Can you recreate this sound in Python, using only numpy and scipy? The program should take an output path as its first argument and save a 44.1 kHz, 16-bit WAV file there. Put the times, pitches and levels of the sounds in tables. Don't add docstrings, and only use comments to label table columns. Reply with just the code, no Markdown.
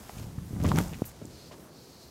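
import sys
import numpy as np
from scipy import signal
from scipy.fft import rfft, irfft
from scipy.io import wavfile
from scipy.ndimage import uniform_filter1d

SR = 44100
rng = np.random.default_rng(int(sys.argv[2]) if len(sys.argv) > 2 else 0)


def elevation(decibels):
    levels = np.asarray(decibels, float)
    return 10 ** (levels / 20)


def bounce(signal):
    frames = np.transpose(np.atleast_2d(signal))
    limited = np.clip(frames, -1, 1)
    pcm = np.round(limited * 32767).astype(np.int16)
    wavfile.write(sys.argv[1], SR, pcm)


N = 92610

# (time [s], level [dB])
DRAG_LEVEL = [(0, -52), (.1, -62), (.17, -42), (.24, -35.5), (.35, -50.5), (.43, -38), (.49, -48),
              (.55, -32.5), (.6, -30), (.64, -24.5), (.73, -25), (.765, -25.5), (.84, -32.5), (.88, -37),
              (.94, -38.5), (.98, -43.5), (1.12, -58), (1.4, -72)]
# (centre [Hz], width [Hz], level [dB])
SLAB_RESONANCES = [(58.4, 79, -9.5), (99.2, 66, -2.5), (156, 68.4, -1), (260, 242, -3.5), (482, 310, -16)]
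# (time [s], peak [dB], starting pitch [Hz], t60 [s], pitch sag [per cycle])
FOOT_THUDS = [(0.0942, -34, 2180, 0.0028, 0.24), (0.0954, -32, 800, 0.0091, 0.028),
              (.144, -54, 355, 0.023, 0.58), (0.379, -24, 124, 0.05, 0.17),
              (0.507, -27.5, 171, 0.046, 0.17), (0.531, -29, 260, 0.051, 0.15),
              (0.602, -25.5, 405, 0.012, 1.3), (0.612, -22.5, 95, 0.048, 0.29),
              (.644, -21.5, 600, 0.027, 0.44), (0.653, -17.5, 214, 0.051, 0.6),
              (0.717, -15, 1050, 0.0083, 0.012), (0.722, -30, 890, 0.012, .1),
              (0.7825, -16, 254, 0.018, 0.021), (0.786, -15.5, 1120, 0.0056, 1.1),
              (0.803, -20, 506, 0.011, 0.9), (.8085, -33, 690, 0.017, 0.25), (.928, -33, 520, 0.0072, 0.32),
              (0.994, -32, 300, 0.009, 0.46), (1.0196, -14, 476, 0.017, 1.4),
              (1.2156, -35, 330, 0.014, 0.36), (1.2193, -36, 620, 0.013, 0.33),
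              (1.222, -33, 228, 0.038, 0.35), (1.231, -37.5, 124, 0.085, 0.046),
              (1.2501, -34, 305, 0.027, 0.2), (1.274, -42, 110, 0.044, 0.24)]
# (time [s], peak [dB], centre [Hz], length [ms])
TICKS_AND_SNAP = [(.185, -34.5, 8000, 0.31), (.457, -45, 13000, 0.45), (0.67, -46, 6100, .6),
                  (0.638, -31, 5150, 0.9), (0.655, -35, 4800, 0.8), (.6387, -31, 12000, .6),
                  (.6015, -41, 5500, .7), (0.6453, -33, 2800, 1.2), (0.6015, -40, 1900, 1),
                  (.6155, -42, 2600, 1), (.692, -33, 5200, 1.2), (.69, -34, 3000, 1.2),
                  (.7715, -31, 1900, 1), (.7915, -35, 3300, 1), (.804, -32, 1500, 1.2),
                  (.8085, -36, 2000, 1), (1.1915, -48, 2450, 2.5), (.666, -29, 5600, 0.85),
                  (.6865, -27, 8500, 0.6), (.7598, -25.5, 6000, .8), (.76, -34, 10000, .6),
                  (.76, -38, 2000, .8), (0.771, -28, 7900, 0.47), (.7866, -18, 7800, 1.0),
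                  (.7865, -16, 1900, 1.0), (.7868, -20, 13500, 1.2), (.7173, -30, 3600, .7),
                  (1.266, -46, 15000, .5), (1.2165, -48, 900, 1.0), (.884, -36, 7100, 0.59),
                  (.935, -32.5, 2500, .8), (0.944, -35, 2500, 0.63), (1.02, -36, 6500, .8),
                  (1.02, -42, 13000, 1.2), (1.059, -39, 9000, .9), (1.043, -37.5, 2400, 1),
                  (1.255, -33.5, 7000, 0.56)]
# (time [s], length [s], level [dB], centre [Hz])
SOLE_SCRAPES = [(.103, 0.0089, -56, 6500), (0.179, 0.008, -49, 2560), (0.195, .006, -53, 4000),
                (0.221, 0.019, -56.5, 2850), (0.644, 0.0051, -46, 2270), (.648, 0.0085, -38, 1420),
                (0.655, 0.027, -47, 2040), (0.684, 0.024, -46, 3340), (0.687, 0.0044, -45, 7400),
                (0.755, 0.012, -42, 1680), (0.786, 0.011, -50, 2000), (0.666, 0.047, -49, 597),
                (0.382, 0.0055, -51, 980), (0.561, .01, -52, 890), (0.886, .015, -58, 790),
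                (0.595, 0.018, -50.5, 930), (0.645, 0.014, -35.5, 740), (0.772, 0.017, -31.5, 770),
                (0.798, 0.0045, -48, 1080), (0.811, 0.072, -48.5, 574), (0.927, 0.031, -54, 2440),
                (1.051, 0.027, -45.5, 13200), (1.084, .014, -55, 12100), (1.051, 0.017, -51.5, 6940),
                (1.078, 0.02, -53.5, 7400), (1.213, 0.027, -58, 710), (1.51, 0.034, -48.5, 585),
                (1.515, 0.021, -54.5, 2160), (1.518, 0.028, -58, 4600), (1.6, .055, -64.5, 13500),
                (0.791, 0.011, -40, 1200), (2.048, .005, -64, 13000), (2.072, .005, -62, 13500)]
# (time [s], level [dB])
GRIND_LEVEL = [(0, -60.5), (.2, -58), (.33, -71), (.58, -66), (.635, -55), (.7, -52.5), (.745, -53),
               (.79, -45.5), (.86, -53.5), (.95, -59), (1.03, -61.5), (1.12, -63.5)]
# (frequency [Hz], density [dB per Hz])
GRIT_TONE = [(800, 12.5), (2000, 2.5), (4000, 0.5), (6500, 4), (9500, -1.5), (13000, -0.5), (15800, -4.5)]
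# (time [s], rise [s], hold [s], level [dB], extra treble [dB per octave])
LEG_BRUSHES = [
    (1.244, 0.1, 0.14, -57.5, 0),
    (1.64, 0.16, .35, -58, 1.5),
]
# (frequency [Hz], density [dB per Hz])
CLOTH_TONE = [(2500, -10), (3500, -7.5), (4300, 3.5), (5200, -1.5), (6500, -5.5), (9500, -15.5),
              (12000, -13.5), (15800, -17)]
# (frequency [Hz], density [dB per Hz])
WOODS_TONE = [(25, -23), (70, -3), (170, -2.5), (500, -8.5), (1200, -18), (2800, -26.5), (6000, -26.5),
              (15800, -30)]

SLIPS_PER_S, SLIP_JITTER, SLIP_SCATTER_DB, SLIP_PUSH_S = 150, 0.6, 2.0, 0.0035
RUMBLE_DB = 8
BRIGHTEN = 0.6
THUD_RISE_CYCLES = 0.287
SCRAPE_ATTACK_S, SCRAPE_RELEASE_S, SCRAPE_FADE_DB = 0.0019, 0.0052, -2.5
SCRAPE_GRAINS_PER_S, SCRAPE_SCATTER_DB, SCRAPE_WIDEST_HZ = 9000, 2.0, 6030
GRIT_GRAINS_PER_S, GRIT_SCATTER_DB = 6800, 2.5
BRUSH_RELEASE_S, BRUSH_FLICKER_DB = 0.029, 0.4
TRUNKS_DB, TRUNKS_T60_S, TRUNKS_TOP_HZ = -24, 0.037, 5000
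WOODS_DB, FLICKER_DB = -51, 1.2
LULL_S, LULL_LASTS_S, LULL_DB, LEAVES_HZ = 1.7, 0.44, -3.5, 1200


def band(x, hz, width):
    hz = min(hz, 0.45 * SR)
    return signal.lfilter(*signal.iirpeak(hz, hz / width, fs=SR), x)


def double_band(x, hz, width):
    return band(band(x, hz, width), hz, width)


def unit(x):
    return x / np.sqrt(np.mean(x ** 2))


def decay(t, t60):
    return np.exp(-np.log(1000) * t / t60)


def curve(rows):
    times, levels = np.array(rows).T[:2]
    return np.interp(np.arange(N) / SR, times, levels, right=-120)


def colour(x, points):
    hz, db = np.array(points).T
    f = np.maximum(np.fft.rfftfreq(len(x), 1 / SR), 1)
    gain = elevation(np.interp(np.log(f), np.log(hz), db))
    return unit(irfft(rfft(x) * gain, len(x)))


def grains(size, rate, scatter_db):
    chance, side, strength = rng.random((size, 3)).T
    clicks = (chance < rate / SR) * np.sign(side - 0.5)
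    return unit(clicks * elevation(-scatter_db * np.log(strength + 1e-4)))


def walk(rate):
    hold = int(SR / rate)
    steps = np.repeat(rng.standard_normal(N // hold + 1), hold)
    return 2.48 * uniform_filter1d(uniform_filter1d(steps, hold), hold)[:N]


def add(out, at, x):
    i = int(at * SR)
    out[i:i + len(x)] += x[:len(out) - i]


def drag():
    pace, strength = rng.standard_normal((600, 2)).T
    at = (np.cumsum(np.exp(SLIP_JITTER * pace)) / SLIPS_PER_S * SR).astype(int)
    slips = np.zeros(N)
    slips[at[at < N]] = elevation(SLIP_SCATTER_DB * strength[at < N])
    push = np.hanning(int(SLIP_PUSH_S * SR))
    pushes = np.convolve(slips, push, "same") - slips.mean() * push.sum()
    force = unit(pushes) * 3 + elevation(RUMBLE_DB) * rng.standard_normal(N)
    level = curve(DRAG_LEVEL)
    out = np.zeros(N)
    for hz, width, db in SLAB_RESONANCES:
        tilt_db = BRIGHTEN * (level + 28.0) * np.log2(hz / 100)
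        out += unit(double_band(force, hz, 1.29 * width)) * elevation(db + tilt_db)
    return out * elevation(level - 1.0)


def thuds():
    out, t = np.zeros(N), np.arange(SR // 10) / SR
    for at, db, hz, t60, sag in FOOT_THUDS:
        sag = max(sag, 0.01)
        turns = np.log1p(sag * hz * t) / sag
        rise = 1 - np.exp(-(hz * t / THUD_RISE_CYCLES) ** 2)
        ring = np.sin(2 * np.pi * turns) * decay(t, t60) * rise
        add(out, at, ring / np.abs(ring).max() * elevation(db))
    return out


def ticks():
    out, t = np.zeros(N), np.arange(SR // 100) / SR
    for at, db, hz, ms in TICKS_AND_SNAP:
        crumble = rng.standard_normal(len(t)) * np.exp(-2.5 * t * 1000 / ms)
        crack = (t == 0) + 0.39 * crumble
        crack = double_band(crack, hz, min(0.7 * hz, 3600))
        add(out, at, crack / np.abs(crack).max() * elevation(db))
    return out


def scrapes():
    out, t = np.zeros(N), np.arange(SR // 10) / SR
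    for at, length, db, hz in SOLE_SCRAPES:
        attack = np.clip(t / SCRAPE_ATTACK_S, 0, 1)
        release = np.exp(-np.maximum(t - length, 0) / SCRAPE_RELEASE_S)
        grit = grains(len(t), SCRAPE_GRAINS_PER_S, SCRAPE_SCATTER_DB)
        rasp = unit(double_band(grit, hz, min(1.2 * hz, SCRAPE_WIDEST_HZ)))
        add(out, at, rasp * attack * release * elevation(db + SCRAPE_FADE_DB * t / length))
    return out


def grind():
    grit = grains(N, GRIT_GRAINS_PER_S, GRIT_SCATTER_DB)
    return colour(grit, [(300, 9)] + list(GRIT_TONE)) * elevation(curve(GRIND_LEVEL) + 6.5)


def brushes():
    t, out = np.arange(N) / SR, np.zeros(N)
    for at, rise, hold, db, treble_db in LEG_BRUSHES:
        weave = [(hz, g + treble_db * np.log2(hz / 4300)) for hz, g in CLOTH_TONE]
        swell = np.clip((t - at) / rise, 0, 1)
        release = np.exp(-np.maximum(t - at - rise - hold, 0) / BRUSH_RELEASE_S)
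        hiss = colour(grains(N, 12000, 0.78), [(800, -50)] + weave)
        out += hiss * swell * release * elevation(db)
    return out * elevation(BRUSH_FLICKER_DB * walk(32.23))


def trunks(near):
    t = np.arange(SR // 2) / SR
    scatter = band(rng.standard_normal(len(t)), TRUNKS_TOP_HZ / 2, TRUNKS_TOP_HZ)
    tail = scatter * decay(t, TRUNKS_T60_S) * (t > 0.004)
    return elevation(TRUNKS_DB) * signal.fftconvolve(near, tail / np.sqrt(np.sum(tail ** 2)))[:N]


def woods():
    air, t = np.zeros(N), np.arange(N) / SR
    for k in range(9):
        hz = 40 * 2.0 ** k
        octave = unit(band(rng.standard_normal(N), hz, hz))
        air += octave * 2 ** (k / 2) * elevation(FLICKER_DB * walk(9))
    air = colour(air, WOODS_TONE)
    leaves = signal.sosfilt(signal.butter(1, LEAVES_HZ, "high", fs=SR, output="sos"), air)
    lull = (t > LULL_S) * np.exp(-(np.maximum(t - LULL_S, 0) / LULL_LASTS_S) ** 2)
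    return (air - leaves * (1 - elevation(LULL_DB * lull))) * elevation(WOODS_DB)


def scene():
    near = drag() + thuds() + ticks() + scrapes() + grind() + brushes()
    return (near + trunks(near) + woods())[None]


def top_cut(x):
    return signal.sosfilt(signal.butter(12, 15830, fs=SR, output="sos"), x)


def record(dry):
    x = signal.sosfilt(signal.butter(2, 35, "high", fs=SR, output="sos"), dry)
    x = signal.sosfilt(signal.ellip(10, 0.2, 70, 15800, fs=SR, output="sos"), x)
    return top_cut(x)


dry = scene()
out = record(dry)
bounce(out)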